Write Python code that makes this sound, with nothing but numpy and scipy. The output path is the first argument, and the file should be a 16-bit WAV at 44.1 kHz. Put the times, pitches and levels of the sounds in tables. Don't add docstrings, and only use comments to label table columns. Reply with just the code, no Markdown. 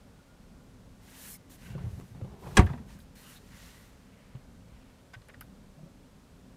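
import sys
import numpy as np
from scipy import signal
from scipy.fft import rfft, irfft, next_fast_len
from scipy.io import wavfile
from scipy.ndimage import map_coordinates

SR = 44100
rng = np.random.default_rng(int(sys.argv[2]) if len(sys.argv) > 2 else 0)


def log_audio(samples):
    frames = np.atleast_2d(samples).T
    limited = np.clip(frames, -1, 1)
    pcm = np.round(limited * 32767).astype(np.int16)
    wavfile.write(sys.argv[1], SR, pcm)


def volts_from_decibels(level):
    exponent = np.asarray(level, float) / 20
    return 10 ** exponent


N = 289398


def unit(x):
    return x / np.sqrt(np.mean(x ** 2) + 1e-20)


def along(points, hz):
    f, v = np.transpose(points)
    return np.interp(np.log(hz + 1), np.log(f + 1), v)


def wobble(rate):
    knots = rng.standard_normal(int(N * rate / SR) + 4)
    return map_coordinates(knots, [np.arange(N) * rate / SR])


def filtered(x, response):
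    m = next_fast_len(N + SR // 2)
    return irfft(rfft(x, m) * response(np.fft.rfftfreq(m, 1 / SR)), m)[:N]


def body(peaks):
    def response(f):
        total = 0
        for k, (hz, width, db) in enumerate(peaks):
            peak = 1j * f * width / (hz * hz - f * f + 1j * f * width)
            total = total + (-1) ** k * volts_from_decibels(db) * peak
        return total
    return response


def band(x, hz, spread):
    pole = np.exp(-np.pi * spread * hz / SR)
    return signal.lfilter([1, -1], [1, -2 * pole * np.cos(2 * np.pi * hz / SR), pole ** 2], x)


def narrow(x, hz, spread):
    return unit(band(band(x, hz, spread), hz, spread))


def ring(hz, db, t60, attack, t):
    return volts_from_decibels(db - 60 * t / t60) * np.sin(2 * np.pi * hz * t) * (1 - np.exp(-t / attack))


def dying(level_db, t60):
    hz, t, z = signal.stft(rng.standard_normal(SR // 2), SR, nperseg=128)
    fade_db = along(level_db, hz)[:, None] - 60 * t / along(t60, hz)[:, None]
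    tail = signal.istft(z * volts_from_decibels(fade_db), SR, nperseg=128)[1]
    return tail / np.linalg.norm(tail)


def add(track, s, sound):
    track[round(s * SR):][:len(sound)] += sound


def grainy(grain_db, rate):
    return rng.standard_normal(N) * volts_from_decibels(grain_db * wobble(rate))


def stroke(start, peak, stop, db):
    u = np.interp(np.arange(N) / SR, [start, peak, stop], [0, 1, 2])
    bend = np.where(u < 1, 1.23, 0.54)
    return volts_from_decibels(db) * np.abs(np.sin(np.pi * u / 2)) ** bend * (u < 2)


def contacts(events, t60):
    out, t = np.zeros(N + SR), np.arange(SR // 8) / SR
    for s, db, hz, snap_db, snap_hz in events:
        scrape, snap = rng.standard_normal((2, len(t)))
        fade = volts_from_decibels(-60 * t / t60)
        rough = narrow(scrape, hz, 0.81) + 0.103 * narrow(scrape, 2 * hz, 0.79)
        clean = np.sin(2 * np.pi * hz * t)
        knock = (0.81 * rough + 0.92 * clean) * fade * (1 - np.exp(-t / 0.00053))
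        bright = narrow(snap, snap_hz, 0.49) * (volts_from_decibels(-60 * t / 0.0047) + 0.48 * fade)
        add(out, s, volts_from_decibels(db - 7.5) * (knock + volts_from_decibels(snap_db) * bright))
    return out[:N]


def cabin():
    # pitch_hz [Hz], level_db [dB per Hz]
    quiet = [(12, -27.5), (24, 0.5), (49, -0.5), (86, -7), (110, -6.5), (150, -7.5), (190, -4), (228, -9.5),
             (260, -6.5), (300, -19.5), (340, -19), (558, -19.5), (678, -24.5), (1290, -29), (1400, -28.5),
             (1810, -33), (8180, -40.5), (16000, -49.5)]
    # time_s [s], level_db [dB]
    outside = [(0, -60), (.3, -63.5), (.5, -59.5), (.65, -61), (.85, -57), (1.15, -62.5), (1.55, -59.5),
               (2.5, -61.5), (2.92, -55.5), (3.22, -64), (3.55, -58), (3.95, -63), (4.3, -60), (4.8, -59),
               (5, -63.5), (5.4, -60), (5.7, -62.5), (6.56, -61)]
    # start_s [s], strongest_s [s], stop_s [s], level_db [dB]
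    whines = [
        (.185, .2, .22, -65),
        (.275, .3, .36, -65),
        (.43, .445, .46, -70),
        (.51, .53, .55, -72),
        (.585, .6, .615, -67),
    ]
    sway_rate = 4.18
    swell_db = np.interp(np.arange(N) / SR, *np.transpose(outside))
    swell_db = swell_db - swell_db.mean()
    deep_gain = volts_from_decibels(-56 + swell_db + 0.5 * wobble(sway_rate))
    drone_gain = volts_from_decibels(-60.5 + 0.2 * swell_db + 2 * wobble(sway_rate))
    air = unit(filtered(rng.standard_normal(N), lambda hz: volts_from_decibels(along(quiet, hz))))
    deep = filtered(air, lambda hz: 1 / (1 + (hz / 110) ** 4))
    low = filtered(air, lambda hz: 1 / (1 + (hz / 380) ** 4))
    tone = np.sin(2 * np.pi * 1421 * np.arange(N) / SR + 0.38 * wobble(17.5))
    whine = sum(stroke(*row) for row in whines) * tone
    return deep_gain * unit(deep) + drone_gain * unit(low - deep) + volts_from_decibels(-51.5) * (air - low) + whine


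def sleeve():
    # start_s [s], fastest_s [s], stop_s [s], level_db [dB], hiss_over_weave_db [dB]
    strokes = [(0.98, 1.165, 1.32, -60, -5), (1.13, 1.315, 1.374, -59, 9), (1.494, 1.505, 1.57, -63, 3),
               (1.53, 1.66, 1.75, -62, -6), (1.795, 1.92, 2.19, -68.5, -4), (1.992, 2.047, 2, -83, 8),
               (2.36, 2.484, 2.7, -63.5, -4.5), (2.548, 2.566, 2.573, -55, -9),
               (2.855, 2.905, 2.99, -63.5, -18), (2.989, 2.985, 3.05, -71, 2.5),
               (3.153, 3.154, 3.252, -62, -2.5), (3.18, 3.31, 3.39, -60, -2.5),
               (3.336, 3.408, 3.5, -69, -11), (3.452, 3.545, 3.72, -61.5, -14),
               (3.54, 3.77, 3.912, -63, -7), (3.88, 3.93, 4.1, -73, -28)]
    # pitch_hz [Hz], level_db [dB per Hz]
    fibre = [(3530, -28), (6000, -8.5), (9310, -2.5), (14300, -4), (15300, -4.5), (15500, -34.5)]
    # pitch_hz [Hz], width_hz [Hz], level_db [dB]
    pattern = [(2780, 940, 0.5), (4200, 1100, 1.5), (6010, 4100, -4)]
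    # pitch_hz [Hz], width_hz [Hz], level_db [dB]
    seat = [(1010, 490, -1), (1450, 200, 4), (1900, 520, 4)]
    gains = np.zeros((3, N))
    for *row, hiss_db in strokes:
        seat_db = -3.5 - 0.14 * hiss_db
        gains += stroke(*row) * volts_from_decibels([[hiss_db], [0], [seat_db]])
    catches = np.array([wobble(28) for _ in range(3)])
    hiss, rasp, swish = gains * volts_from_decibels(1.14 * catches)
    fibres = unit(filtered(grainy(0.88, 700), lambda hz: volts_from_decibels(along(fibre, hz))))
    weave = unit(filtered(grainy(0.5, 400), lambda hz: body(pattern)(hz) * hz ** 2 / (hz ** 2 + 2000 ** 2)))
    leather = unit(filtered(grainy(1.8, 200), lambda hz: body(seat)(hz) / (1 + (hz / 3000) ** 2)))
    return hiss * fibres + rasp * weave + swish * leather


def folds():
    # start_s [s], end_s [s], pitch_hz [Hz], width_hz [Hz], level_db [dB]
    creases = [(1.197, 1.263, 1780, 200, -68), (1.235, 1.285, 1450, 200, -64),
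               (1.302, 1.34, 4270, 300, -60), (1.315, 1.365, 5300, 350, -59),
               (1.315, 1.368, 2160, 200, -63), (1.59, 1.8, 2750, 300, -65.5),
               (1.77, 1.87, 1900, 700, -65.5), (1.44, 1.6, 270, 92, -59.5), (5.82, 6.1, 260, 90, -60.5),
               (3.41, 3.45, 316, 162, -60), (1.578, 1.83, 1900, 1200, -62.5), (1.605, 1.85, 1514, 130, -62),
               (1.978, 2.045, 340, 74.07, -57.5), (3.15, 3.24, 4200, 348, -65),
               (3.209, 3.33, 2900, 400, -62), (3.21, 3.34, 1300, 555.6, -62), (3.33, 3.392, 1600, 300, -67),
               (3.15, 3.19, 1700, 900, -65), (3.35, 3.392, 3900, 599, -61.5),
               (3.501, 3.584, 1900, 298, -71), (3.64, 3.85, 1990, 302, -66.5),
               (3.979, 4.463, 1815, 1500, -68.5), (4.619, 5.046, 1980, 1600, -70),
               (1.354, 1.5, 2020, 120, -76), (2.432, 2.5, 1100, 700, -62), (5.284, 5.305, 600, 400, -59),
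               (5.766, 5.832, 620, 119, -61), (5.858, 5.9, 570, 119.5, -61.5)]
    out = np.zeros(N)
    for start, end, hz, width_hz, db in creases:
        swell = np.sin(np.linspace(0, np.pi, round((end - start) * SR))) ** 0.69
        rub = narrow(rng.standard_normal(len(swell)), hz, 1.2 * width_hz / hz)
        add(out, start, volts_from_decibels(db - 1.5) * swell * rub)
    return out * volts_from_decibels(2.5 * wobble(60))


def lid_ticks():
    # time_s [s], peak_db [dB], pitch_hz [Hz], snap_db [dB], snap_hz [Hz]
    touches = [(1.4958, -55, 1100, -4, 11750), (1.752, -45, 620, -12, 1500), (1.7794, -39, 1060, -14, 2760),
               (1.787, -48, 600, -3, 2000), (2.0093, -44, 930, -10, 7080), (2.148, -46.5, 704, -14, 2020),
               (2.2132, -46, 1190, -4, 2670), (2.246, -42.5, 800, -11, 2500), (2.4354, -42, 699, -15, 2000),
               (2.441, -43, 930, -15, 2020), (2.462, -36, 790, -16, 1500), (2.468, -39, 976, -12, 1800),
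               (2.473, -37.5, 790, -10.5, 2500), (2.479, -42.5, 900, -14, 1800),
               (2.512, -44.5, 1397, -8, 2300), (2.559, -37, 803, -9.5, 2000), (2.455, -47, 1203, -13, 2290),
               (2.5064, -42.5, 910, -12.5, 2400), (2.661, -58, 6000, 11.5, 11000),
               (2.778, -66, 5000, 2.5, 8850), (2.9032, -47.5, 945, -1, 2785),
               (2.9877, -49, 1570, -2, 11500), (3.0025, -55, 3800, 8, 3860), (5.136, -49.5, 674, -22, 1200),
               (5.29, -46, 500, -22, 1000), (4.3513, -45.5, 972, -1, 2700)]
    return contacts(touches, 0.045)


def swing():
    # start_s [s], fastest_s [s], stop_s [s], boom_db [dB], rattle_over_boom_db [dB]
    nudges = [
        (1.62, 1.788, 1.95, -44, -16),
        (1.918, 2, 2, -46, -26),
        (1.976, 2.017, 2.09, -53.5, -14.5),
        (2.143, 2.148, 2.29, -50, -13),
        (2.206, 2.3, 2.36, -48, -13),
        (2.27, 2.48, 2.51, -51.5, -2.5),
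        (2.41, 2.565, 2.57, -43, -11),
        (2.613, 2.626, 2.75, -52.5, 1),
        (2.633, 2.65, 2.88, -44.5, -12.5),
        (2.774, 2.773, 2.4, -70, -7),
    ]
    # pitch_hz [Hz], width_hz [Hz], level_db [dB]
    lid = [(59.6, 29.4, 3), (101, 31, 2), (147, 52.4, 1.5), (208, 35, -2.5), (270, 38, -21.5)]
    # pitch_hz [Hz], width_hz [Hz], level_db [dB]
    loose = [(392, 66, 10), (523, 140, 1.5), (707, 230, 2), (1100, 340, -6)]
    boom, shake = sum(stroke(*row) * volts_from_decibels([[0], [rattle_db]]) for *row, rattle_db in nudges)
    hollow = unit(filtered(grainy(1.1, 30), body(lid)))
    rattle = unit(filtered(grainy(2.086, 160), body(loose)))
    return boom * hollow + shake * rattle


def bumps():
    # time_s [s], level_db [dB], pitch_hz [Hz], knock_db [dB]
    pushes = [(1.705, -33.5, 119, -28), (1.752, -28, 140, -9), (1.806, -38, 152, -27),
              (1.839, -26.5, 97, -20), (1.865, -24.5, 105, -29), (1.93, -29.5, 79, -30),
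              (1.975, -35, 125.4, -28), (2.021, -47, 130, -12), (2.112, -39.5, 111, -14),
              (2.15, -56, 141, -8), (2.173, -40, 163, -31), (2.2139, -41.5, 210, 4),
              (2.2203, -27, 104.2, -28), (2.246, -34, 128.8, -6), (2.271, -42, 119, -28),
              (2.467, -38.5, 139, -1), (2.519, -35, 135, -20), (2.545, -41, 135, -20),
              (2.644, -28, 87, -34), (2.704, -25.5, 132, -28), (2.739, -34.5, 235, -13),
              (2.8, -37, 221, -25), (2.95, -43.5, 164, -6), (4.349, -33.5, 131, -18),
              (5.163, -40.5, 115, -17), (5.371, -41, 80, -31), (5.776, -43.5, 150, -18),
              (5.803, -44, 157.7, -16), (5.83, -40, 159, -9.5), (5.86, -44, 166.4, -14.5)]
    out, t = np.zeros(N + SR), np.arange(SR // 3) / SR
    for s, db, hz, knock_db in pushes:
        knock = ring(522, knock_db, 0.047, 0.0011, t) + ring(372.0, knock_db - 2.5, 0.047, 0.0012, t)
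        push = ring(hz, 3.16, 0.093, 0.0023, t)
        add(out, s, volts_from_decibels(db) * (knock - push))
    return out[:N]


def slam():
    # time_s [s], level_db [dB], treble_db [dB], lid_knock_db [dB]
    chatter = [
        (2.564, -43.5, 8, -12.5),
        (2.5695, -9.5, 0.5, -15),
        (2.5725, -5.5, 5, -1.5),
        (2.5755, -12.5, -14.5, 8.5),
        (2.578, -10.5, -2, 6.5),
        (2.5815, -15, -25.5, 11),
        (2.587, -21, -18, 6.5),
        (2.591, -30, -4.5, 17.5),
    ]
    # pitch_hz [Hz], level_db [dB], t60_s [s]
    latch = [(1005, 3, 0.045), (1610, 5, 0.028), (2010, -0.5, 0.02395), (2970, -12, 0.011),
             (3277, -0.5, 0.025), (3850, -7, 0.0313), (5160, -5, 0.017), (5960, -12, 0.0316),
             (7400, -10.5, 0.016), (8450, -11, 0.034), (9250, -13, 0.025), (10840, -21.5, .02)]
    # pitch_hz [Hz], level_db [dB], t60_s [s]
    panel = [(40, -11, 0.03), (64, -11, 0.14), (78, -12, 0.22), (95.4, -8.5, 0.154), (121, -8.5, 0.089),
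             (163.6, 0.3, 0.042), (204, -13, 0.13), (287.6, -3.5, 0.033), (365.5, -16.5, 0.085),
             (505, -35.1, 0.14)]
    # pitch_hz [Hz], level_db [dB], t60_s [s]
    skin = [(564, -32.5, 0.18), (729, -24.5, 0.14), (945, -21, 0.094), (1174, -24, 0.059),
            (1143, -21.5, 0.085), (1352, -47.5, 0.17), (1590, -38, 0.078), (1900, -38.5, 0.086)]
    # time_s [s], level_db [dB]
    shudder = [
        (2.5695, -15.5),
        (2.592, -29.5),
        (2.611, -42),
    ]
    # pitch_hz [Hz], level_db [dB], t60_s [s]
    dash = np.array([(246.8, -8, 0.16), (550, -1.5, 0.17), (1000, -5.5, 0.16), (2100, -2, .11),
                     (3300, -13.5, 0.13), (5000, -14, 0.076), (8560, -14, 0.054), (12100, -31.5, 0.09),
                     (15500, -33, 0.079)])
    shut_s, puff_s = 2.5928, 0.018
    out, t = np.zeros(N + SR), np.arange(SR // 2) / SR
    for s, db, treble_db, knock_db in chatter:
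        pawl = 0
        for hz, level_db, t60 in latch:
            tilt_db = treble_db * np.log2(hz / 1000) / 3 + 4 * rng.standard_normal()
            pawl = pawl + ring(hz, level_db + tilt_db, t60, 0.00022, t)
        knock = ring(422, knock_db, 0.11, 0.00023, t) + ring(354, knock_db - 5.5, 0.034, 0.0002, t)
        knock += ring(238.1, knock_db + 5, 0.059, 0.00096, t) + ring(772, knock_db, 0.032, 0.000645, t)
        add(out, s, volts_from_decibels(db - 15.0) * (pawl + knock))
    puff = np.sin(np.linspace(0, np.pi, round(puff_s * SR)))
    add(out, shut_s - puff_s, volts_from_decibels(-18) * puff)
    add(out, shut_s, -sum(ring(hz, db + 1, t60, 0.0028, t) for hz, db, t60 in panel))
    add(out, shut_s, -sum(ring(hz, db, t60, 0.00073, t) for hz, db, t60 in skin))
    for s, db in shudder:
        add(out, s, volts_from_decibels(db + 24) * dying(dash[:, :2], dash[:, ::2]))
    return out[:N]


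def settling():
    # time_s [s], peak_db [dB], pitch_hz [Hz], snap_db [dB]
    bounces = [(2.617, -31, 1800, -17), (2.626, -34, 1000, -14), (2.665, -32.5, 1650, -7.5),
               (2.668, -31, 1070, -7), (2.674, -37, 1500, -6), (2.689, -35, 1280, -14),
               (2.696, -37.5, 1100, -12), (2.6995, -31, 870, -16), (2.705, -38, 1000, -18),
               (2.712, -37, 750, -20), (2.7305, -41, 1900, -14), (2.735, -28, 750, -19),
               (2.738, -46, 1600, -16), (2.746, -39, 940, -20), (2.754, -42, 840, -22),
               (2.7759, -40, 1130, -16), (2.781, -53, 1900, -17), (2.787, -46, 900, -20),
               (2.806, -56, 790, -20), (2.822, -53, 760, -20)]
    # pitch_hz [Hz], width_hz [Hz], level_db [dB]
    contents = [(425, 49, -12), (716, 60, -0.5), (973, 84, -4), (1292, 68, 0), (1600, 90, -2.5),
                (1790, 97, 2), (2000, 170, -2.5), (2500, 210, -1), (3300, 570, -13)]
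    landings = contacts([(*row, 3300) for row in bounces], 0.032)
    edges = np.zeros(N)
    for s, db, _, snap_db in bounces:
        edges[round(s * SR)] = volts_from_decibels(db + snap_db / 2 + 18)
    edges = filtered(edges, lambda hz: 1 / (1 + 1j * hz / 3500))
    return volts_from_decibels(3.5) * filtered(landings + edges, body(contents)) + 0.44 * landings


def trim():
    # time_s [s], peak_db [dB], pitch_hz [Hz], snap_db [dB], snap_hz [Hz]
    creaks = [(5.134, -40, 1500, -6, 3300), (5.138, -37.5, 1550, -5, 5480), (5.144, -38.5, 1596, -5, 2900),
              (5.15, -39, 1600, -9, 2900), (5.218, -50, 1100, 0, 3300), (5.285, -44.5, 1720, -4, 8800),
              (5.289, -52, 2300, -10, 3500), (5.293, -41, 1740, -11, 3000), (5.299, -43, 1710, -15, 3000),
              (5.336, -54, 2100, -20, 5000), (5.339, -48.5, 1860, -20, 4000),
              (5.3425, -41, 1500, -25, 3000), (5.351, -57, 1200, -20, 2500), (5.409, -41, 2100, 10, 11300),
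              (5.4105, -35.5, 1280, -5, 4870), (5.421, -47, 1490, -4, 4000)]
    # pitch_hz [Hz], width_hz [Hz], level_db [dB]
    shell = [(656, 280, -0.5), (1060, 370, 2.5), (1500, 126, 0), (1900, 190, 1.5), (2350, 340, -4.5),
             (2950, 370, 1.5), (3680, 720, -5.5), (5000, 440, 1.5), (7140, 1800, -11.5), (11300, 2500, -1)]
    slips = contacts(creaks, 0.03)
    return volts_from_decibels(5.5) * filtered(slips, body(shell)) + 0.5 * slips


def interior(x):
    # pitch_hz [Hz], t60_s [s]
    echo = [(100, 0.52), (500, 0.09), (2000, 0.081), (6000, 0.0651), (14000, 0.22)]
    delayed = np.pad(x, (130, 0))
    return signal.fftconvolve(delayed, dying([(100, 0)], echo))[:N]


def scene():
    shut = slam()
    taps = lid_ticks() + bumps() + settling() + trim()
    hits = shut + volts_from_decibels(-17.0) * interior(shut) + taps + volts_from_decibels(-16.0) * interior(taps)
    return (cabin() + sleeve() + folds() + swing() + hits)[None]


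def top_cut(x):
    return signal.sosfilt(signal.butter(12, 16410, fs=SR, output="sos"), x)


def record(dry):
    def colour(hz):
        bass_cut = (1j * hz / (1j * hz + 28)) ** 2
        return bass_cut / (1 + (hz / 15600) ** 60)
    mix = filtered(dry[0], colour)[None]
    return top_cut(mix)


dry = scene()
out = record(dry)
log_audio(out)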